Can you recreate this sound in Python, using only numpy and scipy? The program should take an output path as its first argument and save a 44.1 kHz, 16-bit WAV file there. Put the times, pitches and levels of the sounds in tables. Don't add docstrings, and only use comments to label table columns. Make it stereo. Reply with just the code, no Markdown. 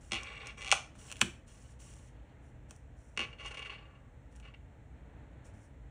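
import sys
import numpy as np
from scipy import signal
from scipy.fft import rfft, irfft, next_fast_len
from scipy.io import wavfile

SR = 44100
rng = np.random.default_rng(int(sys.argv[2]) if len(sys.argv) > 2 else 0)


def boost(x):
    u = np.asarray(x, float) / 20
    return 10 ** u


def master(y):
    cut = np.clip(np.atleast_2d(y).T, -1, 1)
    pcm = np.round(cut * 32767)
    wavfile.write(sys.argv[1], SR, pcm.astype(np.int16))


N = 260234
PADDED = next_fast_len(N + SR // 2)
STAMP_FROM_S = 3.1


def rms_one(x):
    return x / np.sqrt(np.mean(x ** 2) + 1e-20)


def at_hz(points, hz):
    table_hz, value = np.array(points)[:, 0], np.array(points)[:, 1]
    return np.interp(np.log(np.maximum(hz, 1)), np.log(table_hz), value)


def bins():
    return np.arange(PADDED // 2 + 1) * SR / PADDED


def drift(rate):
    r = np.exp(-40 * np.pi * rate / SR)
    slow = signal.lfilter([1], [1, -2 * r, r * r], rng.standard_normal(N // 20 + 2002))[2000:]
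    return np.interp(np.arange(N) / 20, np.arange(len(slow)), rms_one(slow))


def coloured(spectrum):
    white = rfft(rng.standard_normal(PADDED))
    return irfft(white * boost(at_hz(spectrum, bins())))[:N]


def resonate(x, modes):
    out = 0
    for hz, width_hz, db in modes:
        r = np.exp(-np.pi * width_hz / SR)
        b = (1 - r * r) / 2 * np.array([1, 0, -1]) * boost(db)
        out = out + signal.lfilter(b, [1, -2 * r * np.cos(2 * np.pi * hz / SR), r * r], x + 1e-18)
    edges = [.84 * modes[0][0], min(1.08 * modes[-1][0], .45 * SR)]
    return signal.sosfilt(signal.butter(3, edges, "band", fs=SR, output="sos"), out)


def ticks(rows, column, modes, chatter_s=0.0028):
    rows, clicks = np.array(rows), np.zeros(N)
    np.add.at(clicks, np.round(rows[:, 0] * SR).astype(int), -boost(rows[:, column]))
    dying = signal.lfilter([0, 1], [1, -np.exp(-1 / (chatter_s * SR))], clicks + 1e-18)
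    chatter = .05 * dying * rng.standard_normal(N)
    peak = np.abs(resonate(signal.unit_impulse(2000), modes)).max()
    return resonate(clicks + chatter, modes) / peak


def layered(s, db, bright_db, low_db):
    return np.column_stack(np.broadcast_arrays(s, db, db + bright_db, db + low_db))


# (frequency [Hz], density [dB per Hz])
HUM = [(15, -49.5), (25, -28), (39, -5.5), (59, 1), (177, -15.5), (206, -15), (311, -16.5), (361, -25.5),
       (468, -20.5), (784, -26), (855, -24.5), (1060, -33), (1900, -31), (4300, -49.5), (5590, -83.5),
       (9460, -120)]
# (frequency [Hz], side over mid [dB])
DIFFUSE = [(60, -33.5), (110, -26.5), (200, -9), (380, -6.5), (700, 2), (1290, 2), (2380, -20),
           (4400, -1.5), (8120, -11.5), (15000, 5)]
# (frequency [Hz], width [Hz], level [dB])
MOTOR = [(55, 3.9, -2), (124, 20, -8)]
HUM_DB, MOTOR_DB = -54.5, -59.5


def hum():
    mid = coloured(HUM)
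    side = coloured([(hz, db + at_hz(DIFFUSE, hz)) for hz, db in HUM])
    gain = boost(HUM_DB + 1.2 * drift(2)) / np.std(mid)
    motor = boost(MOTOR_DB) * rms_one(resonate(rng.standard_normal(N), MOTOR))
    return gain * (mid + side * [[1], [-1]]) + motor


# (frequency [Hz], density [dB per Hz])
AIR_SPECTRUM = [(4000, -26), (5000, -11.5), (7300, -2.5), (10000, -9.5), (12000, -9), (15000, -2),
                (16500, -9)]
AIR_DB = -79.5


def air():
    return boost(AIR_DB) * rms_one(coloured(AIR_SPECTRUM))


ROOM_T60_S, TREBLE_T60_S, NEAR_T60_S = 0.33, 0.31, 0.022
ROOM_DB, NEAR_DB = -9, -6


def room(x):
    t = np.arange(SR // 2) / SR
    white = rng.standard_normal((2, 2, len(t))) * np.minimum(t / 0.0036, 1)
    dull = signal.sosfilt(signal.butter(2, 3000, fs=SR, output="sos"), white[0])
    tail = dull * boost(-60 * t / ROOM_T60_S) + (white[0] - dull) * boost(-60 * t / TREBLE_T60_S)
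    near = white[1] * boost(-60 * t / NEAR_T60_S)
    answer = boost(ROOM_DB) * tail / np.linalg.norm(tail[0])
    answer = answer + boost(NEAR_DB) * near / np.linalg.norm(near[0])
    return irfft(rfft(answer, PADDED) * rfft(x, PADDED), PADDED)[:, :N]


# (frequency [Hz], phase [rad])
IN_STEP = [(30, 0), (520, 0)]
PORT_LEAD = [(900, .9), (1300, .1), (4600, -.7), (4950, -np.pi), (5200, -2 * np.pi), (7200, -2.03 * np.pi),
             (9650, -8.1)]
OPPOSED = [(10900, -2.98 * np.pi), (13900, -3.01 * np.pi), (14600, -3.3 * np.pi), (15800, -3.4 * np.pi)]
# (frequency [Hz], gain [dB])
PORT_COLOUR = [(3150, 0), (3700, -1.5), (4200, -1.5), (5500, -0.5), (10200, -1), (11200, -2), (13000, -12),
               (15000, -2.5)]


def ports(x, left_db):
    hz, side = bins(), np.array([[.5], [-.5]])
    lead = at_hz(list(IN_STEP) + list(PORT_LEAD) + list(OPPOSED), hz)
    louder_left = left_db * (hz > 700) * (hz < 5150) * (1 + 2 * (hz > 4700))
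    response = np.exp(1j * lead * side) * boost(louder_left * side + at_hz(PORT_COLOUR, hz))
    return irfft(rfft(x, PADDED) * response, PADDED)[:, :N]


# (time [s], peak [dB])
THUMPS = [
    (0.122, -39),
    (0.727, -49),
    (1.221, -30.5),
    (3.177, -43.5),
    (3.197, -43),
]
# (frequency [Hz], width [Hz], level [dB])
DESK = [(75.4, 10, -2), (118, 36, -0.5), (181, 27, -2.5), (223, 29, -2), (330, 42, 0.5)]


def desk_thumps():
    return ticks(THUMPS, column=1, modes=DESK, chatter_s=0.035)


# (start [s], length [s], first level [dB], last level [dB], bright share [dB])
STROKES = [(0.0, .1, -66.5, -70.5, 3), (0.162, 0.082, -40.5, -46.5, -25.5),
           (0.246, .26, -46.5, -46.5, -24.5), (0.567, 0.15, -46.5, -54, -14),
           (0.938, .03, -70, -65.5, -2.5), (0.977, 0.13, -59.5, -56.5, 0), (1.143, .06, -66.5, -59.5, -2),
           (1.463, .26, -65, -69.5, 1.5), (1.788, .3, -61, -72, 3.5), (2.126, .2, -78.5, -77, -16),
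           (2.413, 0.086, -79.5, -82, 3), (2.683, 0.095, -68, -87, 3.5), (2.959, 0.21, -88, -85, 12.5),
           (3.237, .1, -50, -62, -21.5), (3.377, .37, -51.5, -51.5, -20.5), (3.751, .33, -57, -76.5, -34),
           (4.304, 0.0835, -75, -75, 5), (4.425, 0.081, -65, -62, -29), (5.44, .05, -60, -71, 3.5),
           (5.527, 0.13, -83.5, -80.5, 13)]
# (start [s], level [dB], bright share [dB], length [s])
SLIPS = [(3.327, -48, -25.5, 0.007), (3.384, -49, -26, 0.0079), (3.396, -44, -22, 0.02),
         (3.425, -50, -22, 0.019), (3.446, -37.5, -17, 0.02), (3.472, -43, -12, .014),
         (3.508, -38.5, -15.5, 0.0098), (3.541, -39.5, -21, 0.012), (3.57, -38, -19, .012),
         (3.589, -43.5, -21, 0.015), (3.619, -36.5, -26, 0.011), (3.647, -41.5, -24, 0.014),
         (3.657, -42, -22.5, .016), (3.695, -37.5, -32.5, 0.012), (3.713, -44.5, -28, .014),
         (3.733, -44.5, -46, 0.02), (3.781, -50, -42, 0.011), (3.823, -55, -42, .008),
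         (3.852, -56, -36, 0.004), (3.904, -63, -30.5, 0.0045), (3.949, -63, -30, 0.016),
         (4.425, -54, -28, 0.02), (4.45, -50.5, -22, 0.012), (4.469, -54, -28, .018),
         (4.538, -45, -28, .007)]
# (from [s], to [s])
ON_PLATE = [
    (.1, .9),
    (3.15, 4.15),
    (4.42, 4.6),
]
STROKE_ATTACK_S, STROKE_RELEASE_S, STROKE_LOW_DB = .015, .02, -6.5
SLIP_ATTACK_S, SLIP_RELEASE_S, SLIP_LOW_DB = .002, 0.0056, -18
PLATE_LOW_FOLLOWS = .6


def rubbing(column):
    t, level = np.arange(N) / SR, np.zeros(N)

    def add(s, length_s, db, attack_s, release_s):
        on = slice(int(max(s, 0) * SR), int((s + length_s + 8 * release_s) * SR))
        lift = np.exp(-np.maximum(t[on] - s - length_s, 0) / release_s)
        attack = np.clip((t[on] - s) / attack_s, 0, 1)
        level[on] += boost(np.interp(t[on], [s, s + length_s], db)) * lift * attack

    for s, length_s, first_db, last_db, bright_db in STROKES:
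        db = np.array([first_db, last_db])
        metal = any(a < s < b for a, b in ON_PLATE)
        slack = (1 - PLATE_LOW_FOLLOWS) * (-50 - db) * metal
        share_db = [0, bright_db, STROKE_LOW_DB + slack][column - 1]
        add(s, length_s, db + share_db, STROKE_ATTACK_S, STROKE_RELEASE_S)
    for s, db, bright_db, length_s in SLIPS:
        share_db = [0, bright_db, SLIP_LOW_DB][column - 1]
        add(s, length_s, db + share_db + np.zeros(2), SLIP_ATTACK_S, SLIP_RELEASE_S)
    return level


def drag(column, on_metal, on_paper, per_s, size_db, stutter_db):
    sizes = boost(size_db * np.minimum(rng.exponential(1, N), 4)) * rng.standard_normal(N)
    grains, t = sizes * (rng.random(N) < per_s / SR), np.arange(N) / SR
    metal = sum((t > start) & (t < end) for start, end in ON_PLATE)
    rung = np.where(metal, rms_one(resonate(grains, on_metal)), rms_one(resonate(grains, on_paper)))
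    return rubbing(column) * boost(stutter_db * drift(55)) * rung


# (frequency [Hz], width [Hz], level [dB])
DRAGGED_PLATE = [(2040, 90, -4), (2320, 100, 5.5), (2498, 120, -6), (2740, 150, -1.5), (3260, 200, -10),
                 (4200, 400, -24)]
DRAGGED_BRIGHT = [(5800, 140, 0.5), (6550, 400, -6), (7800, 500, -4.5), (8680, 1400, -14),
                  (14800, 1500, -18)]
PRESSED_PLATE = [(2045, 91, -5.5), (2306, 130, 5.5), (2614, 150, 4.5), (2798, 100, 6), (2960, 50, -8),
                 (4250, 370, -11.5)]
PLATE_BRIGHT = [(5430, 270, -1.5), (6310, 1300, 5), (8188, 560, -4), (8934, 1300, -4.5),
                (11600, 13000, -22.5), (14510, 500, -22)]
PAPER = [(1590, 1500, -8), (2500, 400, -5), (2950, 350, 3.5), (3900, 700, -4)]
PAPER_BRIGHT = [(5960, 800, -2.5), (7227, 1000, -7.5), (7517, 4100, -8), (9100, 4700, -2),
                (11676, 7500, -3), (15400, 660, -22)]
LOW = [(470, 140, 0.5), (644, 83, -3.5), (837, 140, -5), (1123, 88, 4.5), (1383, 150, -3), (1730, 180, -5)]


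def rubbed():
    early = np.arange(N) < STAMP_FROM_S * SR
    card_body = drag(1, DRAGGED_PLATE, PAPER, per_s=17000, size_db=-3.5, stutter_db=-3.06)
    stamp_body = drag(1, PRESSED_PLATE, PAPER, per_s=12000, size_db=2.0, stutter_db=-0.16)
    card_bright = drag(2, DRAGGED_BRIGHT, PAPER_BRIGHT, per_s=19000, size_db=3.5, stutter_db=1.0)
    stamp_bright = drag(2, PLATE_BRIGHT, PAPER_BRIGHT, per_s=16000, size_db=-2.0, stutter_db=1.4)
    low = drag(3, LOW, LOW, per_s=9000, size_db=2.0, stutter_db=2.0)
    card = boost(-6.5) * card_body + boost(0.5) * card_bright
    stamp = boost(-11.0) * stamp_body + boost(-5.0) * stamp_bright
    return np.where(early, card, stamp) + boost(-3.5) * low


LOW_LAG_S = 0.00068


def late(low):
    return np.roll(low, int(LOW_LAG_S * SR))


# (time [s], peak [dB], bright share [dB], low share [dB])
CARD_TICKS = [(0.9534, -54, -1, 6), (1.0801, -54.5, 8.5, -13), (1.1, -38.5, -3, -10),
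              (1.1051, -40, 0.5, -9.5), (1.1158, -31, 3.5, -10.5), (1.1249, -30, 2.5, -11),
              (1.1575, -38.5, -10, -11.5), (1.168, -38.5, 1.5, -20), (1.1935, -49.5, 10.5, -15.5),
              (1.9283, -64, 14, -13), (1.9375, -50, 7.5, -9.5), (1.9658, -67, 18, -6),
              (2.6974, -57.5, 4, -3), (2.7089, -41.5, 7.5, -2), (2.7552, -63, 9.5, -3),
              (2.7628, -70, 24.5, -3), (4.326, -61, 2, -7), (4.3538, -55, -4, -11), (4.3587, -64, 15, -13),
              (4.3636, -57.5, 11, -8), (4.3688, -57, -12, -15), (4.4, -49.5, 2, -3), (4.4024, -61, 1, 3),
              (5.466, -61, 11, -12)]
# (time [s], peak [dB], bright share [dB], low share [dB])
SLAP = [
    (1.2066, -37, -10, -13),
    (1.2119, -27, 3, -10),
    (1.2127, -19.5, 3, -10),
    (1.2151, -4, -4, -10),
    (1.2255, -25, -6, -3),
]
# (frequency [Hz], width [Hz], level [dB])
CARD = [(1398, 250, -4.5), (1806, 200, -9), (2600, 340, 3), (2950, 400, 1), (4100, 300, -10)]
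CARD_LOW = [(600, 110, -3), (700, 120, -2), (1010, 260, -0.5), (1340, 360, 1.5)]


def card_flicks():
    rows = layered(*np.transpose(list(CARD_TICKS) + list(SLAP)))
    body = boost(-2.25) * ticks(rows, column=1, modes=CARD)
    bright = boost(4.75) * ticks(rows, column=2, modes=PAPER_BRIGHT)
    low = boost(-1.5) * ticks(rows, column=3, modes=CARD_LOW)
    return body + bright + late(low)


# (time [s], peak [dB], first flight [s], second flight [s], shrink of each later flight [ratio])
LANDINGS = [
    (0.1197, -18.5, 0.013, .0102, .82),
    (0.741, -27.5, .009, .0094, .88),
    (3.175, -19.5, .0179, .0116, .86),
]
# (bright share [dB], low share [dB])
LANDING_COLOUR = [(-6.5, -12.5), (-3.5, -4.5), (-12, -8.5)]
BOUNCE_LOSS_DB, BOUNCE_DULLS_DB = 2, 1.3
GROOVES = [0.6088, 0.6187, 0.6258, 0.6356, 0.6467, 0.6606, 0.6675, 0.6766, 0.6831, 0.6931, 0.7059]
GROOVE_DB, GROOVE_RISE_DB_PER_S, GROOVE_UNEVEN_DB = -36, 89.5, 2.2
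GROOVE_BRIGHT_DB, GROOVE_LOW_DB = -6.5, -12.5
# (time [s], peak [dB], bright share [dB], low share [dB])
SNAPS = [(0.1114, -39.5, -11, -10.5), (0.2115, -43, -6.5, -4), (0.2331, -40, 4.5, -8.5),
         (0.4593, -41.5, -6, -10), (0.471, -36.5, 3.5, -6.5), (0.476, -47.5, 1, -3),
         (0.7156, -9, -2.5, -28), (0.7246, -10, -3, -2.5), (3.1662, -47, -15, -10.5),
         (3.461, -38, -3.5, -14), (3.5456, -37, -10.5, -11), (3.5718, -36, -16.5, -18),
         (3.5937, -38, -8, -10)]


def plate_ticks(count=10):
    k, runs = np.arange(count), []
    for (s, db, first_s, second_s, shrink), (bright_db, low_db) in zip(LANDINGS, LANDING_COLOUR):
        times = s + np.cumsum(np.r_[0, first_s, second_s * shrink ** k[:-2]])
        runs.append(layered(times, db - BOUNCE_LOSS_DB * k, bright_db - BOUNCE_DULLS_DB * k, low_db))
    s = np.array(GROOVES)
    db = GROOVE_DB + GROOVE_RISE_DB_PER_S * (s - s[0]) + GROOVE_UNEVEN_DB * rng.standard_normal(len(s))
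    runs.append(layered(s, db, GROOVE_BRIGHT_DB, GROOVE_LOW_DB))
    runs.append(layered(*np.transpose(SNAPS)))
    return np.vstack(runs)


# (frequency [Hz], width [Hz], level [dB])
PLATE = [(2043, 50, -3.5), (2370, 140, 4.5), (2620, 300, -1.5), (2820, 260, -0.5), (3280, 170, -1),
         (4100, 400, -7.5)]
SCRAPER_LOW = [(632.5, 250, -5), (769.6, 130, -0.5), (1130, 200, 3), (1400, 130, -12)]


def plate_strikes():
    rows = plate_ticks()
    card, stamp = rows[rows[:, 0] < STAMP_FROM_S], rows[rows[:, 0] > STAMP_FROM_S]
    body = ticks(card, column=1, modes=PLATE) + ticks(stamp, column=1, modes=PRESSED_PLATE)
    bright = ticks(rows, column=2, modes=PLATE_BRIGHT)
    low = ticks(card, column=3, modes=SCRAPER_LOW) + ticks(stamp, column=3, modes=LOW)
    return boost(-0.75) * body + boost(4.0) * bright + boost(-0.5) * late(low)


# (from [s], to [s])
CARD_NEAR_S = (.93, 1.3)
CARD_ROOM_DB, UNLIKE_DB = -3.5, -5.5


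def scene():
    desk = rubbed() + card_flicks() + plate_strikes()
    near = np.digitize(np.arange(N) / SR, CARD_NEAR_S) == 1
    shared, unlike = room(desk * boost(CARD_ROOM_DB * near))
    side = signal.sosfilt(signal.butter(4, [450, 5000], "band", fs=SR, output="sos"), unlike)
    heard = ports(desk + shared + desk_thumps() + air(), left_db=0.66)
    return heard + boost(UNLIKE_DB) * side * [[1], [-1]] + hum()


def roll_off(x):
    return signal.sosfilt(signal.butter(12, 17160, fs=SR, output="sos"), x)


def record(dry):
    cut = signal.sosfilt(signal.cheby2(12, 70, 16400, fs=SR, output="sos"), dry)
    return roll_off(cut)


dry = scene()
out = record(dry)
master(out)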